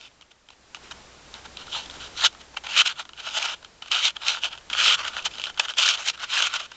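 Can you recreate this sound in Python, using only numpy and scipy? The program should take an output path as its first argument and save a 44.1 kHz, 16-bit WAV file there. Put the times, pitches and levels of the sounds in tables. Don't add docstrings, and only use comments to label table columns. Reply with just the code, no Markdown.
import sys
import numpy as np
from scipy import signal
from scipy.fft import rfft, irfft, next_fast_len
from scipy.io import wavfile
from scipy.ndimage import uniform_filter1d, map_coordinates

SR = 44100
rng = np.random.default_rng(int(sys.argv[2]) if len(sys.argv) > 2 else 0)


def decibels_to_gain(level_db):
    exponent = np.asarray(level_db, float) / 20
    return 10 ** exponent


def inscribe(sig):
    pcm = np.round(np.clip(np.atleast_2d(sig).T, -1, 1) * 32767)
    wavfile.write(sys.argv[1], SR, pcm.astype(np.int16))


N = 298116

# time_s, level_db
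GAIN = [(0, -69.5), (0.45, -72), (0.68, -67.5), (0.92, -60), (1.6, -58.5), (2.11, -57.5), (2.33, -62),
        (2.61, -61.5), (2.941, -66), (3.5, -65.5), (4.1, -66.5), (4.54, -63), (4.86, -61), (5.33, -62.5),
        (5.55, -64.5), (6.12, -66), (6.76, -66.5)]
# frequency_hz, level_db
BAND = [(300, -10.5), (900, 0), (7500, -1), (8000, -17.5), (8500, -15.5), (8950, -30.5), (9200, -44.5),
        (9450, -90)]


def unit(x):
    return x / np.sqrt(np.mean(x ** 2) + 1e-20)


def along(points, hz):
    f, value = np.transpose(points)
    return np.interp(np.log(hz + 1), np.log(f + 1), value)


def wobble(rate_hz):
    knots = rng.standard_normal(N // 20 + 4)
    return map_coordinates(knots, [np.arange(N) * min(rate_hz, 2000) / SR])


def filtered(x, response):
    size = next_fast_len(N + 8192)
    return irfft(rfft(x, size) * response(np.fft.rfftfreq(size, 1 / SR)), size)[..., :N]


def ring(x, modes):
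    def bank(f):
        total = 0
        for k, (centre, width, db) in enumerate(modes):
            resonance = 1j * f * width / (centre * centre - f * f + 1j * f * width)
            total = total + (-1) ** k * decibels_to_gain(db) * resonance
        return total / np.sqrt(np.mean(abs(total) ** 2))
    return filtered(x, bank)


def floor():
    # frequency_hz, density_db_per_hz
    hiss_spectrum = [(20, -7), (60, -7), (200, -8.5), (700, -9), (2000, -13), (4000, -14.5), (7400, -17.5)]
    # frequency_hz, width_hz, level_over_floor_db
    hum_hz, hum_width_hz, hum_db = (62, 4.3, 1.1)
    hum_growth = 1.3
    t = np.arange(N) / SR
    gain_s, gain_db = np.transpose(GAIN)
    hiss = unit(filtered(rng.standard_normal(N), lambda f: decibels_to_gain(along(hiss_spectrum, f))))
    hiss_level = decibels_to_gain(13.5 + 0.9 * wobble(7.9))
    beat = np.sin(2 * np.pi * hum_hz * t + .4 * wobble(hum_width_hz))
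    extra_db = (hum_growth - 1) * np.interp(t, gain_s, gain_db - gain_db.mean())
    hum = decibels_to_gain(hum_db + extra_db + .6 * wobble(6.5)) * beat
    return decibels_to_gain(np.interp(t, gain_s, gain_db)) * (hiss_level * hiss + hum)


def desk(x):
    t = np.arange(SR // 5) / SR
    tail = rng.standard_normal(len(t)) * decibels_to_gain(-60 * t / 0.098)
    return signal.fftconvolve(x, tail / np.linalg.norm(tail))[:N]


def body(force, hollow, edges):
    # time_s, thin_walls_db, edges_db, broad_walls_db, deep_cavities_db
    tilt = [(0.05, -2, -0.5, -2, 3.5), (.9, 0, 5, 4, -0.5), (1.6, 3, 0.5, -1, 2.5),
            (1.77, 0.5, 2, -2.5, 5.5), (2.24, 2.5, 1, -3, -3.5), (2.57, -2.5, 0, 4, 8.5),
            (2.79, -1.5, -1.5, 1, -4.5), (2.88, 0, -1.5, 0.5, -3), (3.37, -0.5, 1, -0.5, 2),
            (3.95, -0.5, -2, 0, -2), (4.29, 2, 2, 1.5, -1.5), (4.45, -5, -5.5, -5.5, 4),
            (4.87, 0, 0.5, 1.5, -6.5), (5.3, -2, 0, -2, 0), (5.6, -1.5, 0.5, -3, -2.5),
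            (5.85, -3, -1, -4, -2.5), (6.08, 0.5, 5.5, 4, -1), (6.4, 0, 0.5, 1, -4.5)]
    # frequency_hz, width_hz, level_db
    cavity_modes = [(393, 320, -16), (621, 149, -6.5), (892, 192, -5), (1224, 344, -2), (1420, 240, 3),
                    (1900, 1140, -11.5)]
    thick_modes = [(2380, 680, -5), (3097, 450, 1.5)]
    thin_modes = [(3726, 530, 1), (4160, 723, -3)]
    edge_modes = [(4830, 2230, -4.5), (6510, 840, 0), (7630, 3240, -9)]
    time_s, *free_db = np.transpose(tilt)
    thin, fine, broad, deep = (decibels_to_gain(np.interp(np.arange(N) / SR, time_s, db)) for db in free_db)
    walls = ring(decibels_to_gain(-6.0) * broad * force, thick_modes[:1])
    walls = walls - decibels_to_gain(-0.3) * ring(force, thick_modes[1:])
    walls = walls + ring(decibels_to_gain(-4.0) * thin * force, thin_modes)
    cavities = ring(decibels_to_gain(-6.0) * deep * hollow, cavity_modes[:3])
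    cavities = cavities - decibels_to_gain(-2.07) * ring(hollow, cavity_modes[3:])
    return walls + cavities + ring(fine * edges, edge_modes)


def snaps():
    # start_s, peak_db, pitch_hz, t60_ms
    blows = [(2.2084, -25, 3890, 12), (2.2419, -7.5, 4060, 11), (2.5706, -19.5, 2780, 19),
             (2.7568, -24, 3160, 12), (2.8923, -20, 3350, 12), (3.2737, -22, 3050, 12),
             (3.3852, -24.5, 2960, 12), (3.4851, -19, 2810, 13), (3.4977, -20.5, 3000, 12),
             (3.9357, -24, 3120, 12), (3.9468, -11, 2950, 12), (3.9594, -16.5, 3130, 14),
             (3.9914, -16.5, 3080, 14), (4.0198, -24, 3000, 13), (4.1668, -18.5, 3200, 14),
             (4.2651, -16, 3060, 12), (4.2997, -17, 3860, 12), (4.4356, -10, 2950, 11),
             (4.4538, -15, 3020, 11), (5.7503, -41, 5200, 7.9), (4.7653, -23.5, 2780, 12),
             (4.8106, -16, 2420, 11), (4.8262, -17, 3030, 12), (4.8616, -8, 3310, 12),
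             (4.8847, -5.5, 3150, 12), (.9115, -27, 3800, 14), (5.0509, -17, 3080, 10),
             (2.2612, -11.5, 3200, 12), (5.081, -20, 2990, 12), (5.1928, -24, 2520, 13),
             (5.5788, -23.5, 3300, 11), (5.5841, -23, 2890, 11), (5.6574, -26.5, 2900, 12),
             (5.6842, -20, 3000, 12), (5.6991, -19, 3000, 15), (5.7073, -27, 3880, 12),
             (5.8352, -13, 3250, 9.8), (5.8488, -11, 2800, 14), (5.9385, -15, 3280, 11),
             (5.9749, -21.5, 3100, 13), (4.9005, -6, 2900, 11), (6.3485, -15, 3060, 12),
             (6.3683, -13.5, 2700, 15), (6.3991, -16.5, 3030, 12), (6.4048, -8.5, 2770, 12),
             (6.4439, -18, 3040, 11), (6.5227, -26, 2970, 11), (3.542, -39, 473, 35),
             (1.681, -34, 1370, 22), (1.7491, -27.5, 1300, 27), (2.1903, -33, 856, 20),
              (2.57, -23, 1300, 15), (2.7735, -23, 1270, 26), (2.7915, -20, 1350, 17),
              (2.86, -21.5, 1460, 24), (3.444, -24, 1340, 19), (3.3788, -30, 1420, 11),
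              (3.426, -21, 2400, 16), (3.913, -26, 1240, 18), (4.0017, -27, 1370, 22),
              (4.318, -28, 1420, 23), (4.348, -23.5, 1470, 21), (4.793, -32, 1550, 17),
              (4.812, -22, 1630, 24), (4.89, -27, 1410, 20), (4.907, -28, 1410, 20),
              (5.167, -34, 1410, 9.1), (6.5388, -23, 1445, 32), (3.9503, -17, 3700, 19),
              (5.8663, -13, 4020, 13), (5.6566, -33, 1410, 18), (5.8785, -17.5, 1740, 26),
              (5.8937, -21, 1420, 20), (6.33, -26, 1510, 27), (6.3742, -19, 1660, 31),
              (6.4, -22.5, 1570, 26), (6.4397, -25, 1400, 25), (6.472, -19, 1430, 18),
             (.047, -52, 800, 34), (0.2244, -49, 1250, 27), (0.2267, -40, 2840, 13),
             (.3196, -41.5, 3580, 10), (.4874, -36, 3160, 13), (.5036, -39, 2710, 14),
             (.5046, -45, 1010, 17), (0.7478, -33, 1210, 14), (.7474, -33, 2950, 8.9),
             (0.771, -37, 854, 16), (.9106, -32, 1460, 27), (.9191, -39, 1090, 17), (1.766, -31, 840, 16),
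             (2.238, -24.5, 890, 53), (2.2412, -22, 1160, 22), (3.2718, -30, 640, 17),
             (3.8226, -35.5, 810, 20), (3.8461, -39, 3020, 10), (3.9212, -10.5, 3160, 14),
             (4.7307, -13, 3200, 11), (4.735, -16, 2380, 15), (4.869, -10, 3500, 12),
             (4.8791, -9, 2990, 9.9), (4.9102, -7.5, 3270, 8.7), (4.712, -36.5, 240, 60),
             (5.3391, -29.5, 3400, 12), (5.3543, -32, 4100, 8), (5.3828, -27, 3870, 12.4),
             (5.4688, -20, 3940, 11), (5.4728, -26, 3130, 20), (5.4981, -37, 757, 25),
             (5.5959, -20, 915, 26), (5.5966, -33.5, 460, 41), (5.5963, -10.5, 5180, 11),
             (5.5989, -8.5, 2634, 21), (5.6015, -18.5, 1670, 22), (6.0874, -17.5, 4120, 21),
             (6.098, -24, 3320, 9.3), (6.61, -34, 700, 33), (6.7177, -26.5, 1400, 10),
             (6.7188, -31, 2800, 13)]
    # pitch_multiple, level_db
    overtones = [(1, 1), (1.47, -13.5), (2.13, -16.5)]
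    damping, attack_ms = .7, .35
    out = np.zeros(N + SR)
    ms = np.arange(SR // 35) / SR * 1000
    for start_s, peak_db, pitch_hz, t60_ms in blows:
        tone = 0
        for multiple, level_db in overtones:
            decay = decibels_to_gain(level_db - 60 * multiple * ms / (damping * t60_ms))
            tone = tone + decay * np.sin(2 * np.pi * multiple * pitch_hz * ms / 1000)
        attack = 1 - np.exp(-ms / attack_ms)
        out[round(start_s * SR):][:len(ms)] += decibels_to_gain(peak_db + 4) * attack * tone
    return out[:N]


def ticks():
    # start_s, level_db, hollow_tone_db, rise_ms
    clacks = [(2.2627, -14.5, -33, 20), (2.7645, -15, -10, 2.5), (2.7797, -12.5, -17, 9.4),
              (2.7904, -10.5, -31, 4.8), (2.8621, -18.5, -8, 9.2), (2.8765, -15, -21.5, 8.6),
              (3.4275, -21.5, -13, 5.2), (3.4575, -22.5, -5, 12), (3.9162, -13, -12.5, 2),
              (4.0535, -14.5, -30, 6.1), (4.2829, -9.5, -23, 1.4), (4.4369, -30.5, -3, 7),
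              (4.4432, -14.5, -22, 3.2), (4.7347, -22.5, -5.5, 6.8), (4.9245, -16.5, -13, 3.1),
              (5.261, -16, -10, 9.4), (5.5975, -10, -17.5, 3.4), (5.7855, -10.5, -16, 1.8),
              (5.7995, -14.5, -18, 4.5), (5.829, -14, -23, 13), (5.8625, -13, -4, 6.4),
              (5.879, -15, -10.5, 3.9), (5.889, -6, -20, 2.9), (6.3656, -27, -27, 5.5),
              (6.3905, -20, -4, 13), (6.4024, -31, 18, 1.5), (6.4238, -11.5, -10.5, 3.3),
              (6.4675, -29.5, 1, 5.4), (6.5395, -18.5, -5, 2.6), (6.5621, -24, -4, 20)]
    edge_ticks = [(.7475, -23.5, -8, 2.57), (1.341, -24.5, -42, 2.3), (1.5719, -28, -9, 3.4),
                  (1.9112, -30, -14, 2.9), (2.638, -24.5, -12, 2.5), (2.67, -24.5, -4, 5.1),
                  (3.134, -34.5, -6, 2.1), (3.1778, -38, -26, 2.7), (3.3863, -19, -9, 7.5),
                  (3.5457, -29, -12, 2), (3.6478, -29.5, -9, 3.2), (3.9936, -23, -18, 1.9),
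                  (4.1685, -34.5, 1, 10), (4.3717, -28, 2, 1.9), (4.381, -43, -8, 2.2),
                  (4.5328, -28.5, -13, 6.4), (4.577, -30.5, -1.5, 1.8), (4.7504, -19, 2.5, 1.7),
                  (5.0514, -28, 4, 8), (5.1675, -21.5, 5.5, 2.54), (5.187, -28, 1, 2.5),
                  (5.3852, -28, -1, 4.7), (5.3979, -20.5, -6, 2.2), (5.4174, -21, -28, 1.6),
                  (5.4397, -11.5, -15, 1.7), (5.457, -22, -10, 2.2), (5.684, -25, 2, 1.9),
                  (5.738, -26, -6.5, 1.7), (5.9535, -24.5, -6, 18), (6.177, -35.5, -1, 3.7)]
    taps = [(.012, -38, -13, 3.2), (.2115, -40, -7, 2.8), (.2218, -45, -14, 2), (.3165, -48, -4, 8.2),
            (.4879, -43.5, 0, 2), (.5043, -41.5, -6, 2.5), (.7695, -45, 0, 4.1), (1.459, -38.5, 3, 9.6),
            (1.6696, -37, -2.5, 4.5), (1.8593, -32.5, -17, 2.1), (2.3487, -43.5, 5.5, 2.2),
            (2.4138, -40.5, -4.5, 12), (2.5702, -33, -11, 4.7), (2.9939, -37, 10, 1.9),
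            (3.0525, -36, -1, 2), (3.0915, -34.5, -2, 2.3), (3.8237, -30, -2.5, 3.8), (3.8602, -36.5, 0, 3),
            (3.883, -36.5, -6, 8.9), (4.7004, -20.5, -9.5, 2.2), (5.0816, -25, -4, 11),
            (5.3136, -36, -13, 2.5), (5.3394, -40, -23, 2.2), (5.4998, -33, 0, 7.1), (5.5454, -42, -3, 4.1),
            (5.5752, -30.5, 2, 2), (6.136, -44, -11, 5.8), (6.2415, -28.5, -1, 20), (6.66, -46, -5, 7.2),
            (6.7175, -35.5, 2, 3.6)]
    creaks = [(.1148, -53, -7, 2.5), (.9251, -51, -4, 4.6), (1.8991, -30.5, -5, 2.5),
              (2.2481, -10.5, -22, 1.68), (2.3281, -39.5, 0, 2.2), (2.5451, -43, 1.5, 5.6),
              (2.8176, -14.5, -3, 4), (3.2028, -30.5, -7, 6.9), (3.6294, -46, 2, 6.4),
              (3.8747, -41, -12, 2.8), (4.5541, -37.5, -7, 7.7), (4.5845, -39, -15, 4.8),
              (4.6111, -45.5, -2, 4.4), (4.8021, -17, -20, 1.8), (4.8425, -21.5, -12, 2.8),
              (5.2261, -32, -18, 5.3), (5.3551, -33, -7, 3), (5.5651, -44, 4, 3), (5.5851, -42, -5, 3.9),
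              (5.7514, -47, -12, 3), (5.8361, -13, -13, 4.5), (6.0756, -24.5, -20, 3),
              (6.1001, -22, -6.5, 6.6), (6.4701, -15.5, -9, 1.7), (6.6031, -28.5, -2, 10)]
    # fall in ms, level in dB that reaches the thin edges
    kinds = ((clacks, 3.34, -5), (edge_ticks, 2.64, -9.5), (taps, 4, -6.5), (creaks, 3.2, -5.5))
    after_db, after_db_per_ms = -12.5, 0.5
    force, lead = np.zeros((3, N + SR)), SR // 50
    ms = np.arange(-lead, lead) / SR * 1000
    rows = [(*row, fall_ms, edge_db) for kind, fall_ms, edge_db in kinds for row in kind]
    chance = rng.standard_normal((len(rows), 3, len(ms)))
    for (start_s, level_db, hollow_db, rise_ms, fall_ms, edge_db), noise in zip(rows, chance):
        span = np.where(ms < 0, rise_ms - 2.2, fall_ms - 2.2 + 0.21 * rise_ms)
        span = np.maximum(span, .15)
        shape = decibels_to_gain(-5.5 * (abs(ms) / span) ** 1.64)
        shape = shape + (ms > 0) * decibels_to_gain(after_db - after_db_per_ms * abs(ms))
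        rattle = shape * (noise + 0.12 * noise[0])
        rattle[:, lead] += 6.5
        rattle *= np.linalg.norm(shape) / np.linalg.norm(rattle, axis=1, keepdims=True)
        part_db = level_db + np.array([[.1], [hollow_db], [edge_db]])
        force[:, round(start_s * SR):][:, :len(ms)] += decibels_to_gain(part_db) * rattle
    early = lead + SR // 1500
    return decibels_to_gain(-3.5) * body(*force[:, early:early + N])


def strokes(t):
    # peak_s, build_up_s, lasts_s, scrape_db, hollow_tone_db
    turns = [(.06, 0.28, 0.018, -47, -11), (.911, 0.0058, 0.0095, -38, 0.5),
             (1.35, 0.052, 0.046, -48.5, 1.5), (1.83, .1, 0.058, -58, -20), (1.938, .013, 0.032, -46, -3.5),
             (2.012, 0.041, 0.063, -41, -6), (2.255, 0.074, 0.011, -17.5, -3.5),
             (2.69, 0.038, 0.1, -34.5, -6.5), (2.766, 0.043, 0.027, -24, -4),
             (2.869, 0.048, 0.056, -31, -5), (3.4, 0.017, 0.14, -30.5, -4.5),
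             (3.92, 0.017, 0.12, -23.5, -8.5), (4.05, 0.05, 0.036, -21, -10.5),
             (4.709, 0.0065, 0.072, -39, 2), (4.79, 0.063, 0.15, -23, -7), (4.88, 0.086, 0.072, -20, -4.5),
             (5.46, 0.41, 0.0093, -51.5, 1), (5.655, 0.074, 0.0053, -32, -1),
             (5.782, 0.013, 0.13, -21, -10.5), (5.9, 0.11, 0.047, -26, -11.5),
             (5.976, 0.027, 0.056, -34.5, -2.5), (6.334, 0.064, 0.11, -25, -5),
             (6.47, 0.18, 0.0093, -26, -7.5), (6.605, .06, 0.036, -39, -1.5)]
    flicks = [(.53, 0.03, 0.013, -53.5, -11), (1.609, 0.058, 0.044, -42.5, -2.5),
              (1.76, 0.083, 0.098, -31.5, -8), (2.571, 0.01, 0.016, -31, -9.5),
              (2.999, 0.046, 0.03, -31, -2.5), (3.199, 0.065, 0.048, -41.5, -2.5),
              (3.275, 0.07, 0.061, -31.5, -5), (3.376, 0.076, 0.013, -27.5, -12),
              (3.57, 0.061, 0.023, -52, -9), (3.827, 0.0092, 0.053, -46.5, -4),
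              (4.292, 0.071, 0.1, -24.5, -6.5), (4.452, 0.046, 0.036, -23.5, -10),
              (4.528, 0.046, 0.037, -40, -2), (4.993, 0.047, 0.059, -31.5, 1.5),
              (5.076, 0.093, 0.045, -34.5, 1), (5.179, 0.11, 0.047, -34, -1.5),
              (5.261, 0.023, 0.02, -25.5, -2.5), (5.469, 0.012, 0.025, -33.5, -1),
              (5.598, 0.014, 0.022, -27, -3.5), (5.696, 0.026, 0.032, -29.5, -3.5),
              (5.75, 0.046, .05, -57, -5), (6.086, 0.057, 0.021, -22.5, -7.5), (6.237, 0.083, 0.02, -40, 6),
              (6.556, 0.15, 0.047, -33.5, 0)]
    # peak_s, then as above
    rubs = [(.841, .08, .045, -56.5, 1), (1.723, .011, 0.012, -36.5, -10),
            (2.176, 0.014, 0.037, -36.5, -5.5), (2.643, .011, 0.019, -40.5, -2.5),
            (2.798, .05, 0.015, -16, -9.5), (3.351, 0.048, 0.02, -29.5, -6), (4.086, 0.054, 0.02, -35, -7),
            (4.216, 0.014, .065, -42, 0.5), (4.84, 0.043, 0.023, -21, -9), (5.311, .015, 0.196, -45.5, -9),
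            (5.771, 0.012, 0.02, -28.5, -7.5), (6.136, .01, 0.02, -47.5, 1), (6.196, .01, 0.026, -44.5, 2),
            (6.651, .03, 0.0096, -43, -5), (6.74, 0.11, .03, -51.5, -3)]
    build_db, stop_db_per_s = 23, 1801
    rest_db = -10
    gain_s, gain_db = np.transpose(GAIN)
    power = np.tile(decibels_to_gain(2 * (np.interp(t, gain_s, gain_db) + rest_db)), (2, 1))
    for rows, sag_db in ((turns, 4.5), (flicks, 17), (rubs, -0.3)):
        for peak_s, build_s, lasts_s, scrape_db, hollow_db in rows:
            peak = round(peak_s * SR)
            near = slice(max(peak - SR // 2, 0), peak + SR // 4)
            u = t[near] - peak_s
            loss_db = build_db * np.maximum(-u, 0) / build_s
            loss_db = loss_db + sag_db * np.clip(u / lasts_s, 0, 1)
            loss_db = loss_db + stop_db_per_s * np.maximum(u - lasts_s, 0)
            power[:, near] += decibels_to_gain(2 * (scrape_db - loss_db + np.array([[0], [hollow_db]])))
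    return np.sqrt(power)


def slips(clump):
    catch_db = np.minimum(2.8 * rng.exponential(size=N), 14)
    return unit(clump * decibels_to_gain(catch_db) * rng.standard_normal(N))


def drifting(x, depth_db):
    z = signal.stft(x, nperseg=256)[2]
    field = uniform_filter1d(rng.standard_normal(z.shape), size=3, axis=0)
    field = uniform_filter1d(field, size=18, axis=1)
    return signal.istft(z * decibels_to_gain(depth_db * unit(field)), nperseg=256)[1][:N]


def scrape():
    fine_db = -7.5
    walls, hollow = strokes(np.arange(N) / SR)
    grip = decibels_to_gain(1.0 * wobble(80) + 1.0 * wobble(300))
    snags = 10 * rng.uniform(-1, 1, N) * (rng.random(N) < 650 / SR)
    forces = []
    for push in (walls, hollow, decibels_to_gain(fine_db) * walls):
        forces.append(push * (slips(grip * decibels_to_gain(0.87 * wobble(150))) + snags))
    return drifting(body(*forces), depth_db=2.0)


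def scene():
    puzzle = scrape() + ticks() + snaps()
    puzzle = puzzle + decibels_to_gain(-20) * desk(puzzle)
    puzzle = filtered(puzzle, lambda f: decibels_to_gain(along(BAND, np.minimum(f, 1000))))
    return (puzzle + floor())[None]


def band_limit(x):
    return signal.sosfilt(signal.butter(12, 9110, fs=SR, output="sos"), x)


def record(dry):
    x = dry / (1 + abs(dry / .65) ** 5) ** (1 / 5)
    x = filtered(x, lambda f: decibels_to_gain(along(BAND, np.maximum(f, 1000))))
    return band_limit(x)


dry = scene()
out = record(dry)
inscribe(out)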